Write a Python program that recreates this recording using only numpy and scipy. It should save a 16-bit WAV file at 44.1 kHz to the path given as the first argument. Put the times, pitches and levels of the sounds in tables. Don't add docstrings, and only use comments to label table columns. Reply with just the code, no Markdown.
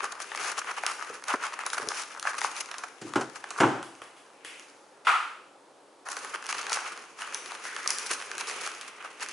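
import sys
import numpy as np
from scipy import signal
from scipy.fft import rfft, irfft, next_fast_len
from scipy.io import wavfile
from scipy.ndimage import uniform_filter1d, map_coordinates

SR = 44100
rng = np.random.default_rng(int(sys.argv[2]) if len(sys.argv) > 2 else 0)


def transcribe(signal):
    frames = np.atleast_2d(signal).T
    limited = np.clip(frames, -1, 1)
    pcm = np.round(limited * 32767).astype(np.int16)
    wavfile.write(sys.argv[1], SR, pcm)


N = 411012

# [t/s, level/dB, brightness/dB, lean to the bright part/dB, left-right/dB]
HANDLING = [
    [(0, -36.5, -8, 0.5, -2), (.16, -48.5, -14, -3.5, 3.5), (.28, -45, -1, 4.5, 3),
     (.42, -35, -8.5, 1, 1.5), (.54, -45.5, -10.5, 0.5, 2.5), (.83, -42.5, -7, 2.5, 0),
     (1.08, -46, -13, -1, 2.5), (1.22, -53, -7, 0, -1), (1.59, -44, -12.5, 2.5, 2),
     (1.87, -41, -9.5, -3.5, -1.5), (2.05, -51, -6, 3.5, 2), (2.2, -47.5, -13, -1.5, 2),
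     (2.45, -43.5, 0.5, 1, 2), (2.68, -46, -15, 3.5, 1.5), (2.84, -46, -14, -3.5, -1),
     (2.95, -63.5, 7, 10, 16), (3.09, -45, -7, -2, 1.5), (3.27, -54.5, -8, -6, 12),
     (3.47, -49, -7.5, 3.5, -2.5), (3.6, -38, -11, -7, 1)],
    [(3.95, -56.5, -6, 0, 1), (4.22, -62, -11, -12, -1), (4.45, -62, -3, 16, 4), (4.6, -50, -4, 6, 0),
     (4.86, -61, -6, -7, 0), (5.04, -64, -13, 0, .5)],
    [(6.053, -57.5, -5, -6, 0), (6.23, -39.5, -6, -2, -0.5), (6.43, -46, -10, 1.5, -0.5),
     (6.56, -39, -6.5, 1.5, 0), (6.78, -37.5, -15, 2.5, 0), (6.98, -44.5, -8.5, 1.5, 0),
     (7.15, -54, -5, 1, -1), (7.25, -43.5, -10, 3, 0.5), (7.4, -43, -6, 3.5, 1), (7.58, -44, -8, 2.5, -0.5),
     (7.75, -45, 0, -3.5, 0), (7.99, -38, -5, 3.5, 0.5), (8.24, -43, -6.5, 1.5, -0.5),
     (8.58, -36, -5.5, 2.5, -0.5), (8.74, -43, -4.5, 4.5, -0.5), (8.98, -49.5, -10.5, 5, -0.5),
     (9.17, -49, -5, 3, -1), (9.32, -40.5, -3, 6, -.5)],
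]
# [t/s, width/s, level/dB, brightness/dB]
SCRUNCHES = [(0.051, 0.018, -39, -10), (0.119, 0.0082, -36, -2), (0.21, 0.024, -36, -5),
             (0.33, 0.02, -52, -11), (0.413, 0.027, -35, 7), (0.479, 0.055, -31.5, -3.5),
             (0.581, 0.024, -31.5, -5), (0.619, 0.0055, -33, -15), (0.689, 0.029, -31, -12.5),
             (0.779, 0.017, -33.5, -10.5), (0.871, 0.057, -35, -15.5), (1.029, 0.016, -35, -8),
             (1.096, 0.025, -46, -6), (1.148, 0.032, -41, -7.5), (1.306, 0.042, -26, -11),
             (1.441, 0.053, -32, -10.5), (1.538, 0.0071, -40, -13), (1.61, 0.016, -35.5, -10),
             (1.668, 0.011, -32.5, -11.5), (1.739, 0.019, -37, -1), (1.782, 0.0059, -22.5, -10),
             (1.827, 0.017, -42, -8), (1.979, 0.069, -31, -2.5), (2.125, 0.027, -41, -2),
             (2.273, 0.04, -31, -12), (2.343, 0.01, -44, 3), (2.386, 0.0088, -29.5, -4),
             (2.444, 0.057, -34, -4), (2.568, 0.03, -33.5, -1), (2.609, 0.01, -31.5, 1),
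             (2.746, 0.0086, -41.5, -7), (2.788, 0.017, -47, -6), (2.84, 0.0067, -31.5, -9),
             (3.107, 0.013, -59, -10), (3.361, 0.017, -39, -4), (3.443, 0.0099, -47, -9),
             (3.513, 0.011, -42.5, -15), (3.576, 0.029, -58, -23), (4.5, 0.08, -52.5, -12),
             (6.069, 0.02, -36, -11), (6.119, 0.039, -37, -7), (6.171, 0.02, -38, -7),
             (6.344, 0.01, -31.5, -14.5), (6.5, 0.016, -29, -2), (6.591, 0.021, -34, -3),
             (6.735, 0.04, -28.5, 4), (6.871, 0.028, -36, -5), (7.216, 0.052, -42.5, -6),
             (7.27, 0.019, -54, 1), (7.345, 0.031, -43, -4), (7.507, 0.025, -43, -2),
             (7.655, 0.069, -44, 0), (7.792, 0.013, -39, -9), (7.904, 0.025, -33.5, -8),
             (7.992, 0.012, -42, 23), (8.071, 0.014, -36, 24), (8.117, 0.033, -29, -0.5),
             (8.411, 0.012, -31.5, -2), (8.498, 0.058, -44, -2), (8.654, 0.033, -33.5, 0),
             (8.818, 0.0099, -42, 10), (8.882, 0.0071, -38.5, -1), (9.009, 0.015, -42.5, -12),
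             (9.057, 0.033, -44.5, -16), (9.223, 0.031, -36, -3.5)]
# [t/s, level at the onset/dB, brightness/dB, left-right/dB]
LOUD_SNAPS = [(0.0045, -29, -13, 21), (0.0408, -22, -25, 2), (0.0528, -28, -26, 5), (0.1196, -30, -3, -4),
              (0.202, -22.5, -9, 2), (0.3172, -25, -12, 5), (0.3481, -19.5, -7.5, 3), (0.4045, -32, 12, 0),
              (0.4454, -21, -12, 10), (0.5726, -24, 2, 1), (0.6155, -25, -15, 3), (0.6444, -27, -2, -2),
              (0.7547, -37, 7, 6), (0.8355, -19.5, -11, 2), (0.8644, -12, -0.5, 1), (0.8785, -32, -5, 2),
              (0.8979, -22, -8, 0), (1.0106, -29, -20, 12), (1.0241, -22, -8, 1), (1.088, -42, -19, 0),
              (1.1966, -36, -1, -1), (1.2394, -24.5, 1, 3), (1.2815, -24, -4, 0), (1.3025, -22, 10, 12),
              (1.4022, -30, -20, -1), (1.4434, -27, -15, -3), (1.4666, -19, 5, 2), (1.5359, -22, 0, -2),
              (1.5903, -24.5, -8, 6), (1.6636, -14, 11, -1), (1.7015, -14.5, 9, 7), (1.7315, -16.5, -1, -2),
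              (1.7464, -28, 15, 1), (1.7709, -26, -23, 1), (1.7823, -23.5, -6, -2), (1.8188, -26, -7, 9),
              (1.8726, -23, -3, 11), (1.8871, -12.5, 13, 3), (1.9176, -24, -6, 5), (2.0348, -25, 2, 3),
              (2.1964, -22, 4, -1), (2.2268, -17.5, -2, 2.5), (2.2517, -23, -14, -5),
              (2.2718, -13, -16, -1), (2.3426, -27, -14, -2), (2.3501, -25, 2, 1), (2.3815, -21, -4, 0),
              (2.388, -29, -13, 8), (2.4154, -17.5, -5.5, 3.5), (2.4453, -15.5, -28, 2),
              (2.4673, -20, 20, -1), (2.5651, -16, 21, -3), (2.6075, -23, 13, 3), (2.6589, -23, 15, 6),
              (2.7137, -20.5, -5, -5), (2.7412, -25, -13, -7), (2.7482, -39, -13, 0), (2.7826, -20, 19, 2),
              (2.8364, -20, -5, 0), (3.0927, -40, 6, 4), (3.1363, -16.5, -7, 2), (3.3573, -24, 2, -6),
              (3.4406, -28, -8, 0), (3.5054, -23, 0, 0), (3.5613, -31, -28, -3), (3.587, -21, -18, -1),
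              (6.056, -42, 7, -1), (6.0866, -17.5, -7, 0), (6.118, -23, 9, 1), (6.1674, -21, -3, 1),
              (6.2467, -23, -4, 1), (6.341, -23, -2, 0), (6.3579, -22, -4, 0), (6.4657, -22, 9, 1),
              (6.4901, -16, 1, -1), (6.5006, -22, 3, 0), (6.5261, -14.5, -2.5, 0), (6.5825, -16, 14, -1),
              (6.6667, -17, 1, 2), (6.6962, -17.5, 13, -1), (6.7206, -15, 0, -1), (6.7297, -6.5, 10, -2),
              (6.8059, -21, 11, 1), (6.876, -23, 5, 0), (6.967, -32, 1, -2), (7.1881, -28.5, -6, -2),
              (7.219, -19, -3.5, -1), (7.3457, -12, 28, 0), (7.4594, -21, 8, 2), (7.5088, -26.5, -8, -1),
              (7.6525, -22, -2, 1), (7.7638, -17.5, -6, -1), (7.7762, -32, 13, 1), (7.8311, -21.5, 19, 1),
              (7.8595, -20, -5, -3), (7.8755, -11.5, 20, 2), (7.8915, -19, -3, -1), (7.9049, -9, 24, 1),
              (7.9847, -15, 15, 1), (7.9957, -19, 29.5, 1), (8.0626, -20, 3, 2), (8.108, -20, 0, 0),
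              (8.1125, -9.5, 1, -1), (8.2132, -22.5, 0, 1), (8.2925, -36, 2, -3), (8.3524, -26, 12, -2),
              (8.3808, -14.5, 6, 1.5), (8.4098, -12, 11, -1), (8.4726, -18, 10, -2), (8.4861, -19, 13, 1),
              (8.4966, -8.5, 15, -1), (8.6168, -20, 7, -1), (8.6742, -18, -1, 1), (8.7495, -26.5, 7, -2),
              (8.8119, -20, 10, 0), (9.047, -31, -10, -2), (9.2204, -21.5, -5.5, 1)]

# [t/s, low/dB, body/dB, bright/dB, crisp/dB, nominal t60/s, push on the room/dB]
DESK_THUDS = [(3.014, -43, -49, -46.5, -44, 0.15, 19), (3.048, -33.5, -68, -70, -74, 0.038, 22.5),
              (3.156, -25, -25.5, -31.5, -36.5, 0.17, 18), (3.209, -48, -32, -39, -37.5, 0.15, -8),
              (3.601, -25.5, -19.5, -26, -32, 0.18, 23), (3.632, -20, -19.5, -30.5, -57, 0.096, 25.5)]
HAND_BUMPS = [(1.095, -40.5, -60, -60, -65, 0.11, 6), (1.145, -47, -55, -65, -65, 0.055, 6),
              (1.338, -23.5, -14.5, -44, -36, 0.025, 2.3), (1.795, -41, -60, -82, -65, 0.056, 8),
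              (1.825, -41, -60, -65, -65, 0.14, 8), (1.872, -33.5, -55, -60, -60, 0.035, 9.1),
              (8.106, -32, -41, -55, -60, 0.025, 5)]
BAND_POPS = [(3.8276, -59, -35, -39, -32.5, 0.015, 12.7), (4.0175, -40, -35.5, -37, -39.5, 0.015, 15),
             (4.1647, -64, -51, -49.5, -47.5, 0.007, 20), (4.4476, -43, -42, -30.5, -30.5, 0.0099, 14.8)]
BAND_DROP = [(5.0488, -41, -38, -34, -39, 0.0071, 22), (5.0686, -37, -12.5, -19, -31.5, 0.015, 25.2)]

# [f/Hz, level per Hz/dB]
PAPER_SPECTRUM = [(15, -97), (25, -20), (102, -27.5), (183, -22.5), (426, -3), (657, -11), (1210, -1),
                  (1780, -5), (2610, -3), (3550, -12.5), (6390, -8), (8040, -15.5), (10400, -11.5),
                  (11200, -20), (14600, 1), (22000, -120)]
# [f/Hz, level per Hz/dB]
DESK_SPECTRUM = [(15, -68), (25, -24), (69, -27), (90, -29), (115, -9), (179, -14), (330, -1), (625, -23.5),
                 (766, -20), (1490, -24), (1780, -34), (3040, -39), (3640, -45.5), (6720, -42),
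                 (11200, -54.5), (14600, -90), (22000, -120)]
# [f/Hz, level per Hz/dB]
FLEX_SPECTRUM = [(180, -22), (300, -12), (452, -4), (550, -9), (1120, 7), (1590, 0), (2950, -1),
                 (3820, -16.5), (11200, -17), (14600, -45), (22000, -120)]
# [f/Hz, level per Hz/dB]
LANDING_SPECTRUM = [(180, -49), (300, -36), (602, -28.5), (744, -18), (920, -11), (1340, -0.5),
                    (1710, -16.5), (2580, -15), (3820, -27.5), (10200, -35), (11200, -40), (14600, -69),
                    (22000, -120)]
# [f/Hz, level per Hz/dB]
AIR_SPECTRUM = [(15, -83), (25, -53), (142, -18.5), (183, -22.5), (208, -12.5), (249, -15), (276, -6.5),
                (437, -5.5), (550, -4.5), (674, -8), (827, -5.5), (2020, -20), (11200, -28.5), (14600, -75),
                (22000, -120)]
# [f/Hz, likeness 0-1]
DIFFUSE_LIKENESS = [(60, 0.79), (170, 0.93), (490, 0.87), (1400, 0.77), (4000, 0.65), (11400, 0.96)]
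# [f/Hz, t60/s]
ROOM_T60 = [(150, 0.53), (800, 0.55), (2000, 0.62), (5500, 0.68), (10000, 0.65)]

PART_BORDERS = [620, 1720, 3600]
BRIGHTNESS_TILT = [0.096, -0.86, -0.23, 0.5]
SNAP_DB, SCRUNCH_DB, RUB_DB = [-40.5, -1.9, -6, 7.5], [-26.5, -4.4, -6, 6], [-5, -2.7, -1.5, 7.46]

SMALL_PER_S, SMALL_DB, SMALL_SPREAD_DB, SMALL_TILT_DB = 14, 14, 3, 2
OWN_COLOUR_DB = 3
RISE, FADE = 0.87, 1.19
SLIDE_S = (7.62, 7.66, 7.92, 8.05)
SLIDE_DB, SLIDE_HZ, SLIDE_WIDTH_HZ = -41.5, 1690, 1100
AIR_DB = -56.5
TOP_HZ = 11200


def rustle():
    t = np.arange(N) / SR
    level_db, bright_db, lean_db, place_db = hands(t)
    levels = amp(parts(level_db, bright_db, lean_db, RUB_DB))
    for mid, width, db, bright in SCRUNCHES:
        start = max(round((mid - 2 * width) * SR), 0)
        near_fold = slice(start, round((mid + 3 * width) * SR))
        from_mid = t[near_fold] - mid
        away = from_mid / (width * np.where(from_mid < 0, RISE, FADE))
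        lean = lean_db[round(mid * SR)]
        levels[:, near_fold] += amp(parts(db, [bright], lean, SCRUNCH_DB) - 20 * away ** 2)

    force = np.clip((level_db + 58) / 10, 0, 1)
    both = force * crackle(250, spread_db=4.5, t60=0.029)
    fine = force * crackle(260, spread_db=9.5, t60=0.029)
    low = 1 + 0.67 * both
    body = 0.92 + .5 * both
    bright_part = 2.8 + .5 * both + 0.12 * fine
    crisp = .5 + 0.54 * both + .5 * fine
    grain = np.array([low, body, bright_part, crisp])
    grain /= np.sqrt(np.abs(uniform_filter1d(grain ** 2, SR // 8)))

    noise = rng.standard_normal((4, 2, N))
    near = voiced((grain * levels)[:, None] * noise, PAPER_SPECTRUM)
    near = spread(near, [(200, 0.79), (1400, 0.81), (4000, 0.54), (10000, 0.74)])
    placed = near * amp([place_db / 2, -place_db / 2])
    return placed + amp(-14.0) * room(near[0])


def crackle(per_s, spread_db, t60):
    chance, size = rng.random(N), rng.standard_normal(N)
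    clumps = map_coordinates(rng.standard_normal(N // 1000 + 4), [np.arange(N) / 1000])
    starts = (chance < per_s / SR) * amp(spread_db * size + 6.2 * clumps)
    return unit(signal.lfilter([1], [1, -amp(-60 / (t60 * SR))], starts))


def snaps(count=130):
    draw, size = rng.standard_normal((count, 2)), rng.exponential(size=(count, 2))
    at = np.cumsum(size[:, 0]) / SMALL_PER_S % (N / SR)
    level_db, bright_db, _, place_db = hands(at)
    small_level_db = level_db + SMALL_DB + SMALL_SPREAD_DB * np.minimum(size[:, 1], 2)
    small_bright_db = bright_db + 4 + SMALL_TILT_DB * draw[:, 0]
    small = np.c_[at, small_level_db, small_bright_db, place_db + 2.5 * draw[:, 1]]

    s, onset_db, bright_db, place_db = np.vstack([LOUD_SNAPS, small]).T
    sides = amp(np.outer(place_db, [.5, -.5]))
    levels_db = parts(onset_db, bright_db, hands(s)[2], SNAP_DB).T
    levels_db = levels_db + OWN_COLOUR_DB * rng.standard_normal((len(s), 4))
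    near = bursts(s, levels_db, [.012] * len(s), sides, .0004, PAPER_SPECTRUM)
    return near + amp(-5) * room(near.mean(axis=0))


def hands(t):
    s, *cols = np.transpose(np.vstack(HANDLING))
    level_db, *others = (np.interp(t, s, c) for c in cols)
    touched = sum((t > rows[0][0]) & (t < rows[-1][0]) for rows in HANDLING)
    return np.where(touched, level_db, -120), *others


def slide():
    def resonance(f):
        damping = 1j * f * SLIDE_WIDTH_HZ
        return (damping / (SLIDE_HZ ** 2 - f * f + damping)) ** 2

    rasp = unit(spread(filtered(rng.standard_normal((2, N)), resonance), DIFFUSE_LIKENESS))
    stroke = np.interp(np.arange(N) / SR, SLIDE_S, [0, 1, 1, 0])
    return amp(SLIDE_DB) * stroke * rasp


def parcel():
    thuds = knocks(DESK_THUDS, DESK_SPECTRUM, rise=0.00097)
    return thuds + knocks(HAND_BUMPS, PAPER_SPECTRUM, rise=0.0016)


def paper_band():
    pops = knocks(BAND_POPS, FLEX_SPECTRUM, rise=0.00051)
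    return pops + knocks(BAND_DROP, LANDING_SPECTRUM, rise=0.00068)


def knocks(rows, spectrum, rise):
    rows = np.array(rows)
    times, levels_db, t60s, room_db = rows[:, 0], rows[:, 1:5], rows[:, 5], rows[:, 6:]
    pushes = np.zeros((4, 1, N))
    pushes[:, 0, np.round(times * SR).astype(int)] = amp(levels_db + room_db).T
    direct = bursts(times, levels_db, t60s, [[1]] * len(rows), rise, spectrum)
    return amp(2.0) * (direct + room(voiced(pushes, spectrum)[0]))


def bursts(times, levels_db, t60s, sides, rise, spectrum):
    drive = np.zeros((4, len(sides[0]), N + SR))
    t = np.arange(SR // 5) / SR
    power = np.abs(rfft(voices(spectrum), len(t))) ** 2
    for s, db, t60, side in zip(times, levels_db, t60s, sides):
        decay = amp(-60 * t / (t60 * np.c_[[1.5, 1.1, .8, .55]]))
        shape = decay * (1 - np.exp(-t / rise))
        burst = shape * rng.standard_normal(len(t))
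        energy = np.mean(np.abs(rfft(burst)) ** 2 * power, axis=1)
        gain = amp(db) * np.sqrt(np.sum(shape ** 2, axis=1) / energy)
        at = round(s * SR)
        drive[..., at:at + len(t)] += (np.c_[gain] * burst)[:, None] * np.c_[side]
    return voiced(drive[..., :N], spectrum)


def room(x):
    hz, t, z = signal.stft(rng.standard_normal((2, SR)), SR, nperseg=256)
    decay = amp(-60 * t / along(ROOM_T60, hz)[:, None])
    tail = signal.istft(z * decay, SR, nperseg=256)[1]
    tail *= 1 - np.exp(-np.arange(tail.shape[1]) / SR / 0.0028)
    tail = spread(tail, DIFFUSE_LIKENESS)
    return signal.oaconvolve(x[None], tail / np.linalg.norm(tail[0]), axes=1)[:, :N]


def room_tone():
    noise = filtered(rng.standard_normal((2, N)), lambda hz: amp(along(AIR_SPECTRUM, hz)))
    return amp(AIR_DB) * unit(spread(noise, DIFFUSE_LIKENESS))


def parts(level_db, bright_db, lean_db, base_db):
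    db = np.c_[base_db] + np.c_[BRIGHTNESS_TILT] * np.asarray(bright_db)
    db[2] += lean_db
    return db + level_db - 10 * np.log10(np.sum(amp(2 * db), axis=0))


def voices(spectrum, size=4096):
    hz = np.fft.rfftfreq(size, 1 / SR)
    below = 1 / (1 + (hz / np.c_[PART_BORDERS]) ** 12)
    share = np.abs(np.diff(below, axis=0, prepend=0, append=1))
    gain = amp(along(spectrum, hz)) * np.sqrt(share)
    cepstrum = irfft(np.log(gain + 1e-6))
    cepstrum[:, 1:size // 2] *= 2
    cepstrum[:, size // 2 + 1:] = 0
    return unit(irfft(np.exp(rfft(cepstrum)))) / np.sqrt(size)


def voiced(drive, spectrum):
    return signal.oaconvolve(drive, voices(spectrum)[:, None], axes=-1).sum(axis=0)[:, :N]


def spread(pair, alike):
    def mid_side(hz):
        turn = np.arccos(np.clip(along(alike, hz), -1, 1)) / 2
        return np.array([np.cos(turn), np.sin(turn)])

    mid, side = filtered(pair, mid_side)
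    return np.array([mid + side, mid - side])


def filtered(x, response):
    m = next_fast_len(x.shape[-1] + 8192)
    return irfft(rfft(x, m) * response(np.fft.rfftfreq(m, 1 / SR)), m)[..., :x.shape[-1]]


def along(points, hz):
    f, v = np.transpose(points)
    return np.interp(np.log(hz + 1), np.log(f + 1), v)


def amp(db):
    return 10 ** (np.asarray(db) / 20)


def unit(x):
    return x / np.sqrt(np.mean(x ** 2, axis=-1, keepdims=True) + 1e-20)


def scene():
    paper = rustle() + snaps() + slide()
    return (paper + parcel() + paper_band() + room_tone()) * amp([[.2], [-.2]])


def record(dry):
    def response(hz):
        bass = amp(-9) + (1 - amp(-9)) / np.sqrt(1 + (100 / (hz + 1)) ** 14)
        return bass * (hz < TOP_HZ)

    return filtered(dry, response)


dry = scene()
out = record(dry)
transcribe(out)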